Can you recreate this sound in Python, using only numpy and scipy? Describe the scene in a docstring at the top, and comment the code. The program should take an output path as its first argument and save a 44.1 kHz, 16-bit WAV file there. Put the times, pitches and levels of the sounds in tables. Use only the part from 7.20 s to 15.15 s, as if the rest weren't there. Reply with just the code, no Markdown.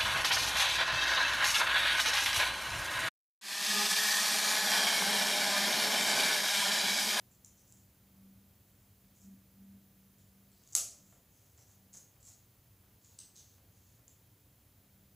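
"""Fingers stretch a limp rubber balloon and wind it into a knot, close up in a small, bare room.
A low rumble, microphone hiss and a faint hum that swells now and then are there from the start.
Almost at once the rubber creeps over the skin in bursts of tiny slips and ticks as it lets go.
At 3.55 s the neck snaps back hard against the belly and sets the room ringing. The rubbing and
ticking go on, now with soft finger bumps, until about 6.9 s; the background plays out alone."""
import sys
import numpy as np
from scipy import signal
from scipy.fft import rfft, irfft
from scipy.io import wavfile

SR = 44100
rng = np.random.default_rng(int(sys.argv[2]) if len(sys.argv) > 2 else 0)


def generate_wav(sig):
    """Save sig (samples, or channels by samples) to the path in sys.argv[1] as 16-bit PCM at SR."""
    pcm = np.round(np.clip(np.atleast_2d(sig).T, -1, 1) * 32767).astype(np.int16)
    wavfile.write(sys.argv[1], SR, pcm)


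N = 350595

# rumble of the still room: (frequency [Hz], relative level [dB])
RUMBLE_COLOUR = [(20, -31.5), (32, -22.5), (42, -10.5), (60, -4.5), (80, -2), (105, 1), (135, -4),
                 (165, -10.5), (260, -13), (340, -17), (600, -20.5), (1000, -27), (2000, -32.5),
                 (6000, -49.5)]
# low standing waves of the room: (frequency [Hz], relative level [dB])
ROOM_MODES = [(180, 6.5), (222, 6.5), (247, 6), (270, 5), (297, 6.5)]
# microphone hiss: (frequency [Hz], relative level [dB])
HISS_COLOUR = [(100, -8), (2500, -3.5), (5800, -5), (7000, -2.5), (7800, -4.5), (8700, -7), (10000, -2),
               (11500, -1), (12800, 1.5), (14000, 0), (14700, -3), (15000, 7), (15500, 6)]
# faint noise that differs between left and right: (frequency [Hz], relative level [dB])
SIDE_COLOUR = [(15, -34.5), (25, -2.5), (101, -5.5), (233, -6), (2490, -8), (3260, -13.5), (3930, -7),
               (15500, -2.5)]
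# the hum between its swells: (time [s], level [dB])
HUM_BED = [(0, -77.5), (1.6, -75), (3.0, -72.5), (3.6, -86), (5.1, -87.5), (5.7, -74), (6.6, -89.5),
           (7.95, -81)]
# swells of the hum: (start [s], time until the fade [s], level [dB])
HUM_SWELLS = [(0.16, 0.058, -79), (0.485, 0.072, -72.5), (0.79, 0.46, -70), (0.966, 0.13, -64.5),
              (1.776, 0.077, -73), (1.999, 0.13, -55.5), (2.333, .22, -58), (2.726, .12, -70.5),
              (3.07, 0.27, -70.5), (3.772, .12, -69.5), (4.504, .24, -70.5), (7.555, 0.38, -77.5)]
# steady tones of the motor and the electronics: (frequency [Hz], level [dB])
STEADY_TONES = [(96.9, -77.5), (3176, -93), (6347, -98.5), (9523, -95.5), (12694, -94)]
# strokes of rubber creeping over skin: (start [s], length [s], relative level [dB], ring [Hz])
RUB_STROKES = [(0.097, .075, -73, 7100), (0.238, 0.034, -76, 7140), (0.362, .075, -70.5, 6030),
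               (0.45, .18, -71, 7000), (1.41, .31, -85, 7350), (1.93, 0.16, -71.5, 6800),
               (2.974, 0.08, -83, 7200), (3.316, .21, -77.5, 4900), (3.455, 0.086, -68.5, 6800),
               (3.527, 0.0078, -49, 6900), (3.814, .18, -73, 6900), (4.05, 0.37, -77, 6600),
               (4.364, 0.086, -69.5, 5950), (4.46, .085, -70.5, 6940), (4.724, 0.071, -55, 6620),
               (4.997, .05, -71, 7200), (5.044, 0.064, -59.5, 7400), (5.113, 0.039, -68, 6500),
               (5.798, 0.18, -71.5, 6800), (5.9845, .006, -56, 8150), (5.998, .026, -64, 8200),
               (6.146, 0.078, -59.5, 6230), (6.214, 0.17, -74, 6300), (6.487, 0.33, -77, 6720)]
# one small slip of rubber: (frequency [Hz], relative level [dB])
SLIP_COLOUR = [(200, -28.5), (600, -25.5), (1500, -22), (2600, -22), (4000, -14), (5200, -8), (6600, -4),
               (7900, -2.5), (9000, -13.5), (10200, -11), (11500, -16.5), (13000, -20.5), (15500, -24)]
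# how much the balloon's slack body sounds as the grip changes: (time [s], boost [dB])
SLACK_BOOST = [(0, -6), (2.4, -6), (3.0, 8), (3.35, 9.5), (3.5, -6), (4.4, 3), (4.75, -3.5), (5.03, 0),
               (5.13, 5), (6.1, 8.5), (6.9, 4)]
# rubber letting go: (time [s], relative level [dB], ring [Hz], relative room send [dB])
TICKS = [(0.1146, -54.5, 7700, -5), (0.2473, -38.5, 6900, 4.5), (0.524, -42, 7600, -2),
         (2.0178, -50, 6790, 6), (2.984, -54.5, 7040, 11.5), (3.3175, -53, 7750, 9),
         (3.437, -51.5, 6800, -1), (3.4755, -45, 6860, -10), (3.5253, -40.5, 6600, 13),
         (4.3774, -51, 7120, 7), (4.7315, -49, 6980, 7), (5.0296, -46, 7100, 9), (5.07, -45, 7300, 13),
         (5.8462, -48.5, 6940, 7), (5.9895, -31.5, 8230, 7), (6.1595, -47.5, 6830, 3), (6.88, -44, 7110, 4)]
# the hard snap: (time [s], level of the slap [dB])
SNAP = [(3.5515, -7.5)]
# the crack of the snap: (frequency [Hz], relative level [dB])
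SNAP_COLOUR = [(150, -54.5), (400, -28), (700, -24), (1280, -27), (1800, -26), (2600, -21.5), (3600, -18.5),
               (5000, -10.5), (6600, 0), (7800, 0.5), (9000, -13), (9900, -8.5), (11300, -15.5),
               (13000, -18), (15500, -29)]
# the slack belly, rung by the snap: (frequency [Hz], level against the crack [dB], t60 [s])
BELLY_MODES = [(591, -56.5, 0.079), (660, -55.5, 0.063), (1220, -42.5, .035), (1370, -44.5, .03),
               (2320, -48, 0.011)]
# fingers bumping together: (time [s], relative level [dB])
FINGER_BUMPS = [(3.729, -57), (3.926, -52.5), (4.382, -53), (4.496, -60.5), (4.747, -52), (4.964, -57.5),
                (5.079, -56.5), (5.637, -55.5), (6.382, -56.5), (6.791, -57)]
# the dull knock of one bump: (frequency [Hz], relative level [dB])
BUMP_COLOUR = [(120, -20), (300, -11), (700, 4), (1500, -1.5), (3000, -6.5), (6000, -30), (15000, -38)]
# early reflections from table and walls: (delay [s], gain [linear])
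EARLY_ECHOES = [(.0017, .11), (.0028, 0.14), (.0100, .10), (.0109, 0.17), (0.0135, .2), (.0140, 0.16),
                (.0313, .12)]
# decay of the room's tail: (frequency [Hz], t60 [s])
TAIL_T60 = [(200, 1), (1000, 0.33), (3000, 0.38), (6000, 0.42), (9000, 0.37), (15000, 0.25)]
# tone of the room's tail: (frequency [Hz], relative level [dB])
TAIL_COLOUR = [(200, 7), (1200, 4), (3000, 3), (6500, -1.5), (8000, -2.5), (10000, 3.5), (15000, 6)]


def amp(db):
    """Decibels to gain."""
    return 10 ** (np.asarray(db) / 20)


def unit(x):
    """Scales to rms 1."""
    return x / np.sqrt(np.mean(x ** 2) + 1e-20)


def read(points, hz):
    """Reads a curve on a log-frequency axis."""
    f, value = np.transpose(points)
    return np.interp(np.log(hz + 1), np.log(f + 1), value)


def add(mix, s, sound):
    """Lays a sound into the mix at time s."""
    part = mix[max(round(s * SR), 0):][:len(sound)]
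    part += sound[:len(part)]


def noise(colour):
    """Steady noise of a given colour, rms 1."""
    gain = amp(read(colour, np.fft.rfftfreq(N, 1 / SR)))
    return unit(irfft(rfft(rng.standard_normal(N)) * gain, N))


def drift(rate_hz):
    """Slow random wandering, rms 1."""
    lowpass = np.exp(-(np.fft.rfftfreq(N, 1 / SR) / rate_hz) ** 2)
    return unit(irfft(rfft(rng.standard_normal(N)) * lowpass, N))


def standing_waves(x, width_hz=3.2, gap_db=-2.5):
    """The room lifts low noise at its modes and thins it between them."""
    hz = np.fft.rfftfreq(N, 1 / SR)
    lift = sum(db / (1 + ((hz - mode_hz) / width_hz) ** 2) for mode_hz, db in ROOM_MODES)
    between = (hz > ROOM_MODES[0][0]) & (hz < ROOM_MODES[-1][0])
    return irfft(rfft(x) * amp(lift + gap_db * between), N)


def room_tone(rumble_db=-67, hiss_db=-65):
    """The bed: low rumble shaped by the room's modes, with microphone hiss on top."""
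    rumble = standing_waves(amp(rumble_db) * noise(RUMBLE_COLOUR))
    return rumble + amp(hiss_db) * noise(HISS_COLOUR)


def hum(pitch_hz=194.3, waver_hz=1.2, unsteady_db=1.5, flutter_db=-13, rise_s=0.088, fall_db_per_s=170.5):
    """A wavering low tone with a soft flutter; its swells rise, hold and die away."""
    t = np.arange(N) / SR
    level = amp(np.interp(t, *np.transpose(HUM_BED)) + unsteady_db * drift(5.9))
    for start, length, db in HUM_SWELLS:
        rise = np.sin(np.pi / 2 * np.clip((t - start) / rise_s, 0, 1)) ** 2
        level += rise * amp(db - fall_db_per_s * np.maximum(t - start - length, 0))
    tone = np.sqrt(2) * np.sin(2 * np.pi * np.cumsum(pitch_hz + waver_hz * drift(4)) / SR)
    flutter = noise([(130, -39.5), (190, 0), (260, -0.5), (320, -10.5), (420, -24), (900, -55),
                     (3000, -97)])
    return level * (tone + standing_waves(amp(flutter_db) * flutter))


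def motor_and_electronics(wobble_rad=0.67):
    """A faint drone and thin whines, each drifting a little in phase."""
    t = np.arange(N) / SR
    return sum(amp(db) * np.sqrt(2) * np.sin(2 * np.pi * hz * t + wobble_rad * drift(3))
               for hz, db in STEADY_TONES)


def click(colour, boost_db=lambda hz: 0, size=1024):
    """A sharp-fronted (minimum-phase) click of peak 1, with an optional EQ curve over its colour."""
    hz = abs(np.fft.fftfreq(size, 1 / SR))
    log_gain = np.log(amp(read(colour, hz) + boost_db(hz)))
    pulse = np.fft.ifft(np.exp(np.conj(signal.hilbert(log_gain)))).real
    return pulse / abs(pulse).max()


def slip(s, ring_hz, ring_db, ring_width_hz=600, body_hz=3690, body_width_hz=1100):
    """One slip at time s: the bright ring of taut rubber over the lower body of slack rubber."""
    body_db = np.interp(s, *np.transpose(SLACK_BOOST))

    def boost_db(hz):
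        ring = ring_db / (1 + ((hz - ring_hz) / ring_width_hz) ** 2)
        body = body_db / (1 + ((hz - body_hz) / body_width_hz) ** 4)
        return ring + body
    return click(SLIP_COLOUR, boost_db)


def rubs(slips_per_s=1100, uneven_db=4, trim_db=-2, press_share=0.22, ease_share=0.3):
    """Stick and slip: a swarm of uneven little slips as each stroke presses in and eases off."""
    out = np.zeros(N)
    slipping = rng.random(N) < slips_per_s / SR
    friction = slipping * amp(uneven_db * np.clip(rng.standard_normal(N), -2, 2))
    friction += 0.081 * rng.standard_normal(N)  # smooth sliding between the slips
    for s, length, db, ring_hz in RUB_STROKES:
        force = friction[round(s * SR):][:round(length * SR)]
        along = np.linspace(0, 1, len(force))
        pressure = np.minimum(along / press_share, (1 - along) / ease_share).clip(max=1)
        stroke = signal.fftconvolve(force * pressure, slip(s, ring_hz, ring_db=9))
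        rms = np.sqrt(np.sum(stroke ** 2) / len(force) + 1e-20)
        add(out, s, amp(db + trim_db) * stroke / rms)
    return out


def ticks(trim_db=-2, send_trim_db=-3, chatter=0.16, chatter_s=0.0013, size=256):
    """The rubber lets go in single slips, each with a brief chatter; returns direct and room send."""
    direct, send, t = np.zeros(N), np.zeros(N), np.arange(size) / SR
    for s, db, ring_hz, send_db in TICKS:
        force = (t == 0) + chatter * rng.standard_normal(size) * np.exp(-t / chatter_s)
        tick = np.convolve(force, slip(s, ring_hz, ring_db=11))
        tick *= amp(db + trim_db) / abs(tick).max()
        add(direct, s, tick)
        add(send, s, amp(send_db + send_trim_db) * tick)
    return direct, send


def snap(slap_s=0.00046, release_db=-2, flap=0.1, flap_s=0.00172, send_db=4, size=3000):
    """The neck leaves the finger, slaps the belly and flaps briefly; returns direct and room send."""
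    direct, send, t = np.zeros(N), np.zeros(N), np.arange(size) / SR
    crack = click(SNAP_COLOUR)
    flapping = np.convolve(crack, flap * rng.standard_normal(size) * np.exp(-t / flap_s))
    belly = sum(amp(db - 60 * t / t60) * np.sin(2 * np.pi * hz * t) for hz, db, t60 in BELLY_MODES)
    for s, db in SNAP:
        add(direct, s, amp(db + release_db) * crack)
        add(direct, s + slap_s, amp(db) * crack)
        add(direct, s + 2 * slap_s, amp(db) * flapping)
        add(send, s, amp(db + send_db) * crack)  # the room gets the three as one crack
        for path in (direct, send):
            add(path, s + slap_s, amp(db) * belly)
    return direct, send


def room_boom(trim_db=-73, t60=1.6, build_s=0.02, size=30000):
    """The snap leaves the room's low modes faintly ringing."""
    out, t = np.zeros(N), np.arange(size) / SR
    ring = sum(amp(db) * np.sin(2 * np.pi * (hz * t + rng.random())) for hz, db in ROOM_MODES)
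    envelope = (1 - np.exp(-t / build_s)) * amp(-60 * t / t60)
    for s, db in SNAP:
        add(out, s, amp(db + trim_db) * envelope * ring)
    return out


def finger_bumps(trim_db=-5, scuff=0.11, scuff_s=0.0093, size=2600):
    """Dull, soft knocks of finger on finger, each dragging into a short scuff."""
    out, knock, t = np.zeros(N), click(BUMP_COLOUR), np.arange(size) / SR
    for s, db in FINGER_BUMPS:
        force = (t == 0) + scuff * rng.standard_normal(size) * np.exp(-t / scuff_s)
        add(out, s, amp(db + trim_db) * np.convolve(force, knock))
    return out


def reverb(send, tail_db=1.5, build_s=0.011, size=22050):
    """Early echoes from table and walls, then a dense tail that hangs on longest in the bass."""
    hz, t, spectrum = signal.stft(rng.standard_normal(size), SR, nperseg=256)
    decay_db = 60 * t / read(TAIL_T60, hz)[:, None]
    spectrum *= amp(read(TAIL_COLOUR, hz)[:, None] - decay_db)
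    tail = signal.istft(spectrum, SR, nperseg=256)[1][:size]
    tail *= 1 - np.exp(-np.arange(size) / (build_s * SR))
    decay_energy = SR * read(TAIL_T60, 6000) / np.log(1e6)
    response = amp(tail_db) * tail / np.sqrt(decay_energy)
    for delay, gain in EARLY_ECHOES:
        response[round(delay * SR)] += gain
    return signal.fftconvolve(send, response)[:N]


def scene(bump_send_db=-1.5, side_db=-77.5):
    """The hands sit dead centre, so left and right share all but a faint noise."""
    tick, tick_send = ticks()
    crack, crack_send = snap()
    rubbing, bumps, bed = rubs(), finger_bumps(), room_tone()
    direct = rubbing + tick + crack + bumps
    send = rubbing + tick_send + crack_send + amp(bump_send_db) * bumps
    mid = direct + reverb(send) + room_boom() + bed + hum() + motor_and_electronics()
    side = amp(side_db) * noise(SIDE_COLOUR)
    return np.array([mid + side, mid - side])


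def record(dry, cutoff_hz=15550):
    """A steep low-pass takes the very top off the mix."""
    lowpass = signal.firwin(511, cutoff_hz, window=("kaiser", 9), fs=SR)
    return signal.oaconvolve(dry, lowpass[None], "same")


dry = scene()
out = record(dry)
generate_wav(out)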